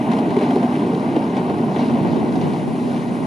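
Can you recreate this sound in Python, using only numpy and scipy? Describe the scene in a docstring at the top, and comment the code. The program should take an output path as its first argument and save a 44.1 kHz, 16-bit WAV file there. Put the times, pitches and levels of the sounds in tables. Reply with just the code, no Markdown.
"""Tugboat in thin harbour ice

A diesel throbs in filtered noise (rumble, boom, roar) under wavering sine tones, one of them dominant.
The bow crunches, splinters and fizzes through the sheet: grains and noise with patchy spectra.
Plates crack in short noise bursts; thick floes knock on the hull as decaying sines.
A rising wind buffets the two microphone ports as low noise."""
import sys
import numpy as np
from scipy import signal
from scipy.fft import rfft, irfft
from scipy.io import wavfile
from scipy.ndimage import uniform_filter1d

SR = 44100
rng = np.random.default_rng(int(sys.argv[2]) if len(sys.argv) > 2 else 0)


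def output_pcm(signal):
    """Save a mono or channel-first signal as 16-bit PCM at the path in sys.argv[1].

    Samples are clipped to [-1, 1] before scaling.
    """
    pcm = np.clip(np.atleast_2d(signal).T, -1, 1) * 32767
    wavfile.write(sys.argv[1], SR, np.round(pcm).astype(np.int16))


N = 143766
T = np.arange(N) / SR  # s
HZ = np.fft.rfftfreq(N, 1 / SR)

# Spectrum of crushed ice. Each row: frequency in Hz, relative density in dB per Hz.
CRUNCH = [(400,-31),(1000,4),(1500,0),(1780,-2.5),(2050,.5),(2400,-2.5),(3000,-4.5),(3500,-9),(4100,-10),(4800,-18.5),(6200,-20.5),(8200,-27.5),(11000,-26),(14000,-65)]
# Spectrum of bright splintering of thin ice. Each row: frequency in Hz, relative density in dB per Hz.
SPLINTERS = [(1500,-11),(2800,-8),(3800,2.5),(4500,-2.5),(5500,-8),(7500,-22),(12000,-45)]


def amp(db):
    """Decibels to gain."""
    return 10 ** (np.asarray(db) / 20)


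def unit(x):
    """Scales to rms 1."""
    return x / np.sqrt(np.mean(x ** 2) + 1e-20)


def over_hz(points):
    """Reads a table on a log-frequency axis."""
    hz, value = np.transpose(points)
    return np.interp(np.log(HZ + 1), np.log(hz + 1), value)


def level(points):
    """Gain over time from a dB curve."""
    return amp(np.interp(T, *np.transpose(points)))


def colour(x, spectrum):
    """Gives a signal a spectrum, at rms 1."""
    return unit(irfft(rfft(x) * amp(over_hz(spectrum)), N))


def noise():
    """Two unrelated white noises."""
    return rng.standard_normal((2, N))


def drift(rate_hz):
    """Random motion of rms 1, low-passed to half amplitude at rate_hz."""
    lowpass = (HZ > 0) / (1 + (HZ / rate_hz) ** 4)
    return unit(irfft(rfft(rng.standard_normal(N)) * lowpass, N))


def burst(start_s, rise_s, decay_s):
    """Quick rise and exponential fall."""
    age_s = np.maximum(T - start_s, 0)
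    return np.minimum(age_s / rise_s, 1) * np.exp(-age_s / decay_s)


def grains(per_s, spread_db):
    """Sparse tiny fractures of random size, as single-sample impulses at rms 1."""
    size = amp(spread_db * np.minimum(rng.exponential(1, N), 4))
    struck = rng.random(N) < per_s / SR
    return unit(noise() * size * struck)


def patchy(pair, depth_db, width_hz, length_s):
    """Lets short stretches of neighbouring pitches swell and sink at random."""
    frame, hop = 512, 128
    z = signal.stft(pair, nperseg=frame, noverlap=frame - hop)[2]
    across = np.fft.fftfreq(z.shape[1], SR / frame)[:, None] * width_hz
    along = np.fft.fftfreq(z.shape[2], hop / SR) * length_s
    blur = np.exp(-2 * (across ** 2 + along ** 2))
    field = np.fft.ifft2(np.fft.fft2(rng.standard_normal(z.shape[1:])) * blur).real
    z = z * amp(depth_db * unit(field))
    return signal.istft(z, nperseg=frame, noverlap=frame - hop)[1][:, :N]


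def steady(pair):
    """Partly evens out the chance surges of a noise, as a running engine does."""
    share, window_s = 0.35, 0.05
    power = uniform_filter1d(pair ** 2, int(window_s * SR), axis=1)
    power = uniform_filter1d(power, int(window_s * SR / 2), axis=1)
    return unit(pair / (abs(power) + 1e-9) ** (share / 2))


def engine():
    """Exhaust gas throbs through a deep rumble, a boom and a churning hollow roar."""
    # Beats in the exhaust. Each row: rate in Hz, depth 0-1 before scaling to rms 1.
    throbs = [(14.3, 0.05), (33.6, 0.06), (62.6, 0.14)]
    # Spectra. Each row: frequency in Hz, relative density in dB per Hz.
    rumble_spectrum = [(40,-66),(62,-28),(100,-11.5),(125,-4.5),(150,-0.5),(200,3.5),(240,3.5),(300,-8.5),(500,-30),(1200,-61)]
    boom_spectrum = [(100,-48),(200,-10),(250,-1),(285,-2.5),(320,-2),(400,-4),(450,-7),(500,-14.5),(620,-22),(1200,-86)]
    roar_spectrum = [(250, -90), (480, -12.5), (600, -1.5), (750, -1), (950, -5.5), (1100, -10),
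                     (1300, -14.5), (1700, -23.5), (3000, -26.5), (6000, -73)]
    # Levels. Each row: time in s, level in dB before the trim.
    rumble_level = [(0,-19.5),(.2,-19.5),(.45,-23.5),(.65,-21.5),(.85,-22),(1.1,-24.5),(1.35,-24),(1.6,-20),(1.8,-22.5),(2.02,-19),(2.25,-22),(2.5,-23),(2.85,-25.5),(3.26,-25)]
    boom_level = [(0,-26),(.25,-23),(.42,-23),(.7,-27.5),(.85,-21.5),(1.05,-23),(1.25,-25),(1.45,-23.5),(1.7,-25.5),(1.92,-26),(2.15,-22),(2.4,-27),(2.75,-28.5),(3.26,-29)]
    roar_level = [(0,-29.5),(.15,-28.5),(.45,-28.5),(.7,-28),(.9,-30),(1.08,-29),(1.28,-30),(1.48,-29),(1.68,-30),(1.8,-28.5),(1.9,-28),(2,-29.5),(2.3,-31.5),(2.7,-33.5),(3.26,-34)]
    rumble_trim_db, boom_trim_db, roar_trim_db = -1.5, 1, 1.23

    throb = 1
    for hz, depth in throbs:
        throb = throb + depth * np.cos(2 * np.pi * (hz * T + rng.random()) + 0.4 * drift(0.77))
    throb = unit(throb)
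    rumble = steady(colour(noise() * throb, rumble_spectrum))
    boom = steady(colour(noise() * throb, boom_spectrum))
    churn = patchy(noise(), depth_db=1.18, width_hz=137, length_s=0.03)
    roar = colour(churn * throb * amp(1.06 * drift(26)), roar_spectrum)
    return (rumble * level(rumble_level) * amp(rumble_trim_db)
            + boom * level(boom_level) * amp(boom_trim_db)
            + roar * level(roar_level) * amp(roar_trim_db))


def drone():
    """Engine tones that waver on their way over the water and swell as the boat moves."""
    # Each row: frequency in Hz, rms level in dB before waver and swell.
    tones = [(241, -26), (144.1, -41.5), (174.3, -41.5), (396.4, -42), (268, -33)]
    # Swell. Each row: time in s, gain in dB.
    swell = [(0,-13),(.5,4),(1,-3.5),(1.7,-1),(2.2,-3.5),(2.55,-4.5),(2.85,-2.5),(3.26,-7)]
    waver_hz, waver_db, skew_rad = 0.51, 3.3, 0.11  # rms; skew is the phase wander between the ports

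    out = np.zeros((2, N))
    for hz, db in tones:
        turns = np.cumsum(hz + waver_hz * drift(4.3)) / SR + rng.random()
        skew = skew_rad * drift(11) * np.array([[.5], [-.5]])
        tone = np.sqrt(2) * np.sin(2 * np.pi * turns + skew)
        out += amp(db + waver_db * drift(17)) * tone
    return out * level(swell)


def ice():
    """Countless small fractures and splinters over the rush and fizz of the bow wave."""
    # Fizzing wash. Each row: frequency in Hz, relative density in dB per Hz.
    fizz_spectrum = [(2000, -9), (5000, 2), (7000, -1.5), (8300, -5.5), (9200, 0.5), (10600, 0),
                     (11500, -7), (12500, -19), (14500, -36)]
    # Levels. Each row: time in s, level in dB (fizz: before the trim).
    crunch_level = [(0,-42.5),(.13,-40),(.22,-43),(.3,-41),(.35,-44),(.43,-36.5),(.53,-41),(.68,-43),(.76,-38),(.9,-43),(1.08,-41),(1.3,-44),(1.38,-39.5),(1.43,-43),(1.71,-45.5),(1.79,-37),(1.93,-45),(2.03,-40),(2.28,-43),(2.45,-39.5),(2.72,-43.5),(2.87,-42),(2.97,-39),(3.03,-42.5),(3.26,-41.5)]
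    splinter_level = [(0,-58),(.42,-50),(.7,-52.5),(1.7,-53.5),(1.8,-46),(1.95,-50.5),(2.14,-48.5),(2.27,-56),(2.45,-52),(2.7,-59),(2.95,-51.5),(3.26,-63)]
    fizz_level = [(0,-56),(.15,-56),(.3,-59.5),(.45,-56.5),(.8,-58),(1.2,-58.5),(1.68,-58.5),(1.85,-56.5),(2.05,-58.5),(2.28,-57.5),(2.38,-56),(2.75,-56.5),(2.92,-55),(3.05,-56.5),(3.12,-55.5),(3.26,-57)]
    grain_share, fizz_trim_db = 0.19, 3.5  # share of the crush power

    crush = np.sqrt(grain_share) * grains(per_s=900, spread_db=0) + np.sqrt(1 - grain_share) * noise()
    crush = patchy(crush * amp(0.61 * drift(44)), depth_db=1.5, width_hz=356, length_s=0.03)
    splinters = patchy(grains(per_s=1800, spread_db=1.5), depth_db=1.5, width_hz=940, length_s=0.033)
    fizz = patchy(noise(), depth_db=1.5, width_hz=700, length_s=0.035) * amp(0.5 * drift(26))
    return (colour(crush, CRUNCH) * level(crunch_level)
            + colour(splinters, SPLINTERS) * level(splinter_level)
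            + colour(fizz, fizz_spectrum) * level(fizz_level) * amp(fizz_trim_db))


def cracks():
    """Plates of ice snap and thud against the hull, with no deep bass; thin ones splinter brightly."""
    # Each row: start in s, snap level in dB, snap decay in s, brightness 0-1, thud level in dB;
    # levels are before rise, decay and bass cut.
    breaks = [(.015,-37,.005,0,-27),(0.1148,-26,.009,0,-23),(.134,-29,.005,0,-24),(0.187,-29,.006,0.09,-16),(0.305,-30,.006,0,-28),(0.3655,-26,0.005,0,-18),(0.387,-29,0.006,0,-27),(0.41,-31,0.013,0,-17.5),(.507,-26,0.0057,0,-19),(.557,-31,0.0075,0.06,-15),(.627,-33,0.018,0,-14),(.753,-32,.012,0,-39),(.949,-33.5,0.004,0.8,-28),(1.163,-30,0.0064,0,-12.5),(1.367,-31.5,0.019,0.01,-17.5),(1.497,-36,.008,0.03,-16),(1.761,-29,0.0061,0,-16),(1.79,-40,.035,0.4,-19.5),(1.969,-36,0.011,0,-17),(2.323,-36,.005,0.4,-28),(2.355,-33.5,0.01,0.3,-19),(2.412,-35.5,.011,0.5,-24),(2.535,-36,0.0079,0.4,-18.5),(2.629,-36,0.0037,0,-28)]
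    # Thud spectrum. Each row: frequency in Hz, relative density in dB per Hz.
    thud_spectrum = [(80,-54),(200,-5.5),(360,2.5),(500,-7.5),(750,0),(1050,-14.5),(1400,-31),(4000,-70)]
    snap_rise_s, thud_rise_s, thud_decay_s, bass_cut_hz = 0.001, 0.003, 0.017, 130

    snaps, splinters, thuds = np.zeros((3, N))
    for start_s, snap_db, decay_s, bright, thud_db in breaks:
        snap = amp(snap_db) * burst(start_s, snap_rise_s, decay_s)
        snaps += np.sqrt(1 - bright) * snap
        splinters += np.sqrt(bright) * snap
        thuds += amp(thud_db) * burst(start_s, thud_rise_s, thud_decay_s)
    blows = colour(noise(), CRUNCH) * snaps
    blows += colour(noise(), SPLINTERS) * splinters
    blows += colour(noise(), thud_spectrum) * thuds
    bass_cut = 1 - 1 / (1 + (HZ / bass_cut_hz) ** 4)
    return irfft(rfft(blows) * bass_cut, N)


def knocks():
    """Thick floes bump the bow, each ringing for a few cycles on its own hollow note."""
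    # Each row: start in s, note in Hz, level in dB before rise, decay and low cut.
    floes = [(.317,390,-15.5),(.367,385,-5.5),(.419,407,-11.5),(.56,345,-9),(.634,246,-6.5),(0.791,283,-10),(.878,279,-12),(1.163,285,-8.5),(1.603,235.4,-8),(1.877,277,-9.5),(2.007,165,-5)]
    rise_s, decay_s = 0.0059, 0.013
    low_cut_hz = 112  # high-pass keeps the knocks free of sub-bass thump

    rings = np.zeros(N)
    for start_s, hz, db in floes:
        note = np.sin(2 * np.pi * hz * (T - start_s))
        rings += amp(db) * burst(start_s, rise_s, decay_s) * note
    return signal.sosfilt(signal.butter(4, low_cut_hz, "high", fs=SR, output="sos"), rings)


def wind():
    """Lumpy buffeting: unrelated noise at each port under a shared flutter, stronger later on."""
    # Each row: frequency in Hz, relative density in dB per Hz.
    wind_spectrum = [(20,-33),(45,-33),(70,-16.5),(100,-6.5),(150,4),(230,-0.5),(370,-3),(500,-8.5),(650,-13),(1000,-16),(2000,-50),(5000,-72)]
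    # Strength at the ports. Each row: time in s, level in dB.
    gusts = [(0,-42),(.08,-31),(.2,-40),(.3,-27),(.42,-47),(.6,-61),(.8,-41),(1,-37),(1.17,-30),(1.32,-41),(1.52,-33),(1.78,-32.5),(1.9,-24.5),(2.1,-27),(2.4,-26.5),(2.85,-27.5),(3.02,-30),(3.18,-28),(3.26,-28.5)]
    flutter_db, flutter_hz = 2, 9

    buffeting = noise() * amp(flutter_db * drift(flutter_hz))
    return colour(buffeting, wind_spectrum) * level(gusts)


def ports(pair):
    """Spreads direct and scattered sound over two ports that resonate differently."""
    # Each row: frequency in Hz, likeness of the ports before tilt and lead (1 = same).
    likeness = [(40,.8),(80,.96),(120,.99),(400,.99),(510,.94),(700,.98),(1100,.88),(1550,.68),(1880,.58),(2400,.9),(3200,.88),(4500,.77),(7000,.65),(11000,.7)]
    # Each row: frequency in Hz, left minus right in dB.
    balance = [(140, -0.7), (500, -0.5), (680, -0.5), (900, 4.5), (1060, 6), (1250, -1), (1600, -8.5),
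               (1720, 1.5), (1900, 9), (2300, 3), (2900, 1.5), (4000, 3.5), (5500, 1.5), (12000, 0.5)]
    # Each row: frequency in Hz, phase by which left leads in radians.
    lead = [(100,0),(500,-.05),(700,.1),(800,0),(880,-.3),(1000,-.9),(1140,-1.8),(1350,-3.2),(1550,-4.1),(1780,-4),(1960,-5.65),(2250,-5.9),(2900,-5.7),(4500,-6.3),(12000,-6.28)]

    direct, scattered = rfft(pair)
    same = over_hz(likeness)
    mid = direct * np.sqrt((1 + same) / 2)
    side = scattered * np.sqrt((1 - same) / 2)
    tilt = amp(over_hz(balance) / 2)
    left = (mid + side) * tilt * np.exp(1j * over_hz(lead))
    right = (mid - side) / tilt
    return irfft(np.array([left, right]), N)


def scene():
    """Engine and ice across the water, wind at the microphone."""
    return ports(engine() + ice() + cracks()) + drone() + knocks() + wind()


def record(dry):
    """The recorder's band limit."""
    edge_hz = 13200
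    lowpass = signal.firwin(511, edge_hz, window=("kaiser", 9), fs=SR)
    return signal.oaconvolve(dry, lowpass[None], "same")


dry = scene()
out = record(dry)
output_pcm(out)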